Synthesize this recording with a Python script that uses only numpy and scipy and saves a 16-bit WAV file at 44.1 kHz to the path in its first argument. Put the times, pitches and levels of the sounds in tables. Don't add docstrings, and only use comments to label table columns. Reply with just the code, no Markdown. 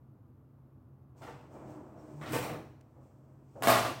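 import sys
import numpy as np
from scipy import signal
from scipy.fft import rfft, irfft
from scipy.io import wavfile
from scipy.ndimage import uniform_filter1d

SR = 44100
rng = np.random.default_rng(int(sys.argv[2]) if len(sys.argv) > 2 else 0)


def generate_wav(signal):
    frames = np.transpose(np.atleast_2d(signal))
    scaled = np.clip(frames, -1, 1) * 32767
    pcm = np.round(scaled).astype(np.int16)
    wavfile.write(sys.argv[1], SR, pcm)


N = 176400
TOP_HZ = 16050


def amp(db):
    return 10 ** (np.asarray(db) / 20)


def unit(x):
    return x / np.sqrt(np.mean(x ** 2))


def add(out, x, start):
    i = int(np.clip(start * SR, 0, N - 1))
    out[i:i + len(x)] += x[:N - i]


def fader(points):
    times, db = np.array(points).T
    t = np.arange(N) / SR
    return amp(np.interp(t, times, db)) * (t >= times[0])


def swell(centre_s, length_s):
    return np.exp(-((np.arange(N) / SR - centre_s) / length_s) ** 2)


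def over_hz(points, f):
    hz, value = np.array(points).T
    return np.interp(np.log(f + 1), np.log(hz), value)


def colour(x, eq, bass_db=0, treble_db=0, bass_hz=310, treble_hz=6700):
    f = np.fft.rfftfreq(len(x), 1 / SR)
    eq_db = over_hz(eq, f)
    shelves_db = bass_db / (1 + (f / bass_hz) ** 4) + treble_db * f ** 2 / (f ** 2 + treble_hz ** 2)
    gain = amp(eq_db + shelves_db) / np.sqrt(np.mean(amp(eq_db) ** 2))
    cepstrum = irfft(np.log(gain), len(x))
    cepstrum[1:len(x) // 2] *= 2
    cepstrum[len(x) // 2 + 1:] = 0
    return irfft(rfft(x) * np.exp(rfft(cepstrum)), len(x))


def wavering_tone(hz, width_hz):
    f = np.fft.rfftfreq(N, 1 / SR)
    return unit(irfft(np.exp(2j * np.pi * rng.random(len(f)) - ((f - hz) / width_hz) ** 2), N))


def room(direct_db, build_s=0.0056, crack_s=0.0024, size=32768):
    decays = [(100, 0.78), (300, 0.62), (700, 0.56), (1500, 0.62), (3000, 0.67), (6000, 0.7), (10000, .52),
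              (15000, 0.56)]
    t, f = np.arange(size) / SR, np.fft.rfftfreq(size, 1 / SR)
    noise = np.exp(2j * np.pi * rng.random(len(f)))
    edges_hz = np.r_[0, np.geomspace(150, 12000, 9), SR]
    tail = 0
    for lo, hi in zip(edges_hz, edges_hz[1:]):
        t60 = over_hz(decays, (lo + min(hi, TOP_HZ)) / 2)
        tail += irfft(noise * ((f >= lo) & (f < hi))) * np.exp(-np.log(1000) * t / t60)
    tail *= 1 - np.exp(-t / build_s)
    crack = rng.standard_normal(size) * np.exp(-t / crack_s)
    return tail / np.linalg.norm(tail) + amp(direct_db) * crack / np.linalg.norm(crack)


def blows(hits, eq, direct_db, chatter_db, chatter_s, rebounds=6):
    out = np.zeros(N)
    gain = np.sqrt(0.053 * SR)
    for start, db, bass_db, treble_db in hits:
        hit = colour(room(direct_db), eq, bass_db, treble_db) * amp(db) * gain
        add(out, hit, start)
        for lag, strength in zip(rng.random(rebounds) * 2, rng.standard_normal(rebounds)):
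            add(out, hit * strength * amp(chatter_db) * np.exp(-lag), start + lag * chatter_s)
    return out


def ring(modes, strikes, rise_s=0.0094):
    t, out = np.arange(SR) / SR, np.zeros(N)
    for start, level_db in strikes:
        tone = sum(amp(db) * np.sin(2 * np.pi * (hz * t + rng.random())) * np.exp(-np.log(1000) * t / t60)
                   for hz, db, t60 in modes)
        add(out, amp(level_db) * tone * (1 - np.exp(-t / rise_s)), start)
    return out


def background(rumble_db=-49.5, hiss_db=-79.5):
    hum_tones = [(134.3, -52), (252.5, -64)]  # pitch_hz, level_db
    rumble_eq = [(15, -75), (30, -45), (62, -11), (100, -6), (133, -3), (150, -10), (168, -18), (195, -14),
                 (255, -13), (285, -16), (325, -13), (370, -22), (460, -24), (600, -27), (800, -30),
                 (1200, -32), (1800, -47), (3500, -59), (15500, -72)]
    hiss_eq = [(2000, 0), (5000, -8), (8000, -6), (10500, -4), (13000, 3), (15500, 0)]  # freq_hz, gain_db
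    t = np.arange(N) / SR
    hum = sum(np.sqrt(2) * amp(db) * np.sin(2 * np.pi * (hz * t + rng.random())) for hz, db in hum_tones)
    rumble = unit(colour(rng.standard_normal(N), rumble_eq))
    hiss = unit(colour(rng.standard_normal(N), hiss_eq))
    return hum + amp(rumble_db) * rumble + amp(hiss_db) * hiss


def bumps_and_ticks(tick_samples=88):
    bumps = [(1.212, -44, -11, 11), (2.965, -52.5, -3, -4), (3.555, -41.5, -2, -23), (3.597, -51, 10, -10)]  # start_s, level_db, bass_db, treble_db
    bump_eq = [(60, -22), (150, -11), (550, 4), (1100, -8.5), (2000, -30), (8000, -68), (15000, -50)]  # freq_hz, gain_db
    ticks = [(2.809, -56), (2.812, -56)]  # start_s, level_db
    out = blows(bumps, bump_eq, direct_db=-14, chatter_db=-14, chatter_s=.02)
    for start, db in ticks:
        soft_noise = signal.lfilter([1], [1, -.7], rng.standard_normal(tick_samples))
        add(out, amp(db) * soft_noise * np.hanning(tick_samples), start)
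    return out


def tape():
    squeaks = [(1.281, 0.016, 1870, 220, -49.5), (1.402, 0.027, 2660, 200, -63),
               (1.605, 0.046, 2360, 150, -68.5), (2.0, 0.022, 5600, 240, -68.5)]
    friction_eq = [(800, -21), (2400, 3.5), (3800, -5), (5500, 0.5), (6700, 0.5), (8200, 3.5),
                   (10500, -16.5), (15000, -5.5)]
    slide_levels = [(1.16, -81), (1.18, -63), (1.3, -66.5), (1.49, -75), (1.54, -65), (1.64, -69.5),
                    (1.71, -62), (1.82, -71), (1.95, -74), (1.99, -68.5), (2.2, -64), (2.8, -83),
                    (3.0, -79), (3.04, -72), (3.2, -79), (3.42, -79.5), (3.6, -67)]
    squeaking = sum(amp(db) * wavering_tone(hz, width_hz) * swell(centre_s, length_s)
                    for centre_s, length_s, hz, width_hz, db in squeaks)
    friction = unit(colour(rng.standard_normal(N), friction_eq))
    return friction * fader(slide_levels) + squeaking


def motor(tooth_hz=105.8, jitter=0.06194, scatter_db=4, grind_db=2.5, groan_db=-32.5):
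    whine_tones = [(302, -8.5), (334, -11.5), (511, -16), (619, -16)]  # pitch_hz, level_db against the whirr
    whirr_eq = [(80, -26), (150, -4), (206, -3), (302, 1), (420, -5), (626, -7), (900, -9), (1150, -15),
                (1710, -25.5), (2400, -35.5), (4000, -49), (8000, -65.5)]
    motor_levels = [(1.15, -55.5), (1.25, -52), (1.42, -51.5), (1.49, -52), (1.57, -42), (1.66, -42.5),
                    (1.78, -42.5), (1.85, -46), (2.12, -45.5), (2.2, -45.5), (2.6, -43), (2.75, -59),
                    (3.3, -59)]
    timing, force = rng.standard_normal((500, 2)).T
    teeth = np.zeros(N)
    for start, strength in zip(np.cumsum(1 + jitter * timing) / tooth_hz, amp(scatter_db * force)):
        if start < N / SR:
            add(teeth, np.array([strength]), start)
    gears = unit(teeth - teeth.mean()) + amp(grind_db) * rng.standard_normal(N)
    gears_in_room = signal.fftconvolve(gears, room(direct_db=-9))[:N]
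    whirr = unit(colour(gears_in_room, whirr_eq))
    whine = sum(amp(db) * wavering_tone(hz, width_hz=9.9) for hz, db in whine_tones)
    groan = amp(groan_db) * wavering_tone(hz=145.8, width_hz=8.5) * swell(centre_s=2.19, length_s=0.043)
    return (whirr + whine) * fader(motor_levels) + groan


def snaps(decay_s=0.0047, size=2048):
    clicks = [(2.335, -48), (2.341, -46), (3.6235, -37.5), (3.673, -31), (3.683, -31), (3.701, -27),
              (3.711, -29)]
    plastic_eq = [(1500, -35), (4000, -21), (6000, -5), (8300, -8), (10500, 1), (13000, 7), (15500, 2)]  # freq_hz, gain_db
    t, out = np.arange(size) / SR, np.zeros(N)
    for start, db in clicks:
        burst = rng.standard_normal(size) * np.exp(-t / decay_s)
        add(out, amp(db) * colour(burst, plastic_eq), start)
    return out


def mechanism():
    lever_hits = [(1.211, -57.5, 4, -19), (1.219, -45, -7.5, 10), (1.245, -57, -3, 4), (1.267, -51, -2, 3),
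                  (1.279, -48, -10, -7), (1.305, -50, -8, -12), (1.40, -53.5, 4, -12)]
    lever_eq = [(88, -27), (150, 8), (169, -17), (302, 6.5), (540, -16), (844, -2), (1290, -9), (1910, -15),
                (2100, -16), (15500, -47)]
    clunk_hits = [(2.213, -40.5, -22, -10), (2.227, -46.5, -16, -6), (2.262, -39, -4, -5),
                  (2.291, -47.5, 17.5, 12), (2.322, -41.5, 7, 18), (2.333, -33.5, -1, 7),
                  (2.35, -43, -1, 2), (2.425, -42, -6, 8.5), (2.49, -40.5, 6, -26), (2.53, -47.5, 7, -39),
                  (2.585, -56, 7, -38)]
    clunk_eq = [(30, -54), (55, -33), (80, -28), (110, -3.5), (156, -4), (197, -13.5), (307, 0), (350, -8),
                (479, -2.5), (575, -10), (728, -3), (945, -12), (1110, -8), (2180, -16), (4780, -28),
                (7000, -32), (8200, -27), (10500, -36), (14500, -34)]
    chassis_modes = [(318, -3, 0.27), (389, 5, 0.48), (483, 5, 0.77), (894, 6.5, 0.38), (1005, -6, .42),
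                     (1170, -1, .5), (1620, -22, 0.15), (1800, 3, 0.26), (3630, -24, 0.27),
                     (7900, -19, 0.49)]
    chassis_strikes = [(1.267, -49), (2.333, -41)]  # start_s, level_db
    case_modes = [(131.4, -6, 0.31), (260, -2, 0.16), (314, -0.5, 0.4)]  # pitch_hz, level_db, t60_s
    case_strikes = [(2.285, -31)]  # start_s, level_db
    levers = blows(lever_hits, lever_eq, direct_db=-13, chatter_db=-6, chatter_s=.012)
    clunks = blows(clunk_hits, clunk_eq, direct_db=-12.5, chatter_db=-5, chatter_s=.004)
    return levers + clunks + ring(chassis_modes, chassis_strikes) + ring(case_modes, case_strikes)


def remote():
    landings = [(3.6228, -34.5, -2, -8), (3.633, -39.5, 10, 11.5), (3.6725, -24, -4, -5),
                (3.6825, -30.5, -6, 7.5), (3.699, -34.5, 2, -21), (3.72, -28.5, -9, 1.5),
                (3.85, -36.5, 4.5, -5)]
    landing_eq = [(30, -67), (50, -54), (81, -43), (115, -19), (162, -15), (240, -8.5), (513, -7.5),
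                  (652, -4.5), (830, -7.5), (957, -10), (1110, -4.5), (1510, -13), (2000, -15), (4450, -22),
                  (6500, -28), (8200, -25), (10500, -29.5), (15500, -32)]
    table_modes = [(117, -12, 1.3), (247, -10, .6), (572, -6, .52), (627, -6, .5), (666.5, 1, .5),
                   (721, -4, .6), (771, -7, .5), (868, -11, .7), (1018, -10, .5), (1096.5, -5, .45),
                   (1219, -3, .48), (1678, -10, .42), (1927, -14, .55), (2845, -22, .9)]
    table_strikes = [(3.6228, -34.5), (3.675, -21)]  # start_s, level_db
    clatter = blows(landings, landing_eq, direct_db=-7.5, chatter_db=-6.5, chatter_s=.008)
    return clatter + ring(table_modes, table_strikes)


def scene():
    return (background() + mechanism() + motor() + tape() + remote() + snaps() + bumps_and_ticks())[None]


def record(dry, threshold_db=-47.5, knee_db=5, duck_db=-9, treble_lift_db=0.5):
    treble = signal.sosfiltfilt(signal.butter(2, 1000, "high", fs=SR, output="sos"), dry)
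    treble_db = 10 * np.log10(np.abs(uniform_filter1d(treble ** 2, size=1500)) + 1e-12)
    quiet = (1 - np.tanh((treble_db - threshold_db) / (2 * knee_db))) / 2
    lifted = dry + treble * (amp(treble_lift_db * quiet) - 1)
    ducked = lifted * amp(duck_db * quiet)
    return signal.sosfilt(signal.ellip(10, .2, 80, TOP_HZ, fs=SR, output="sos"), ducked)


dry = scene()
out = record(dry)
generate_wav(out)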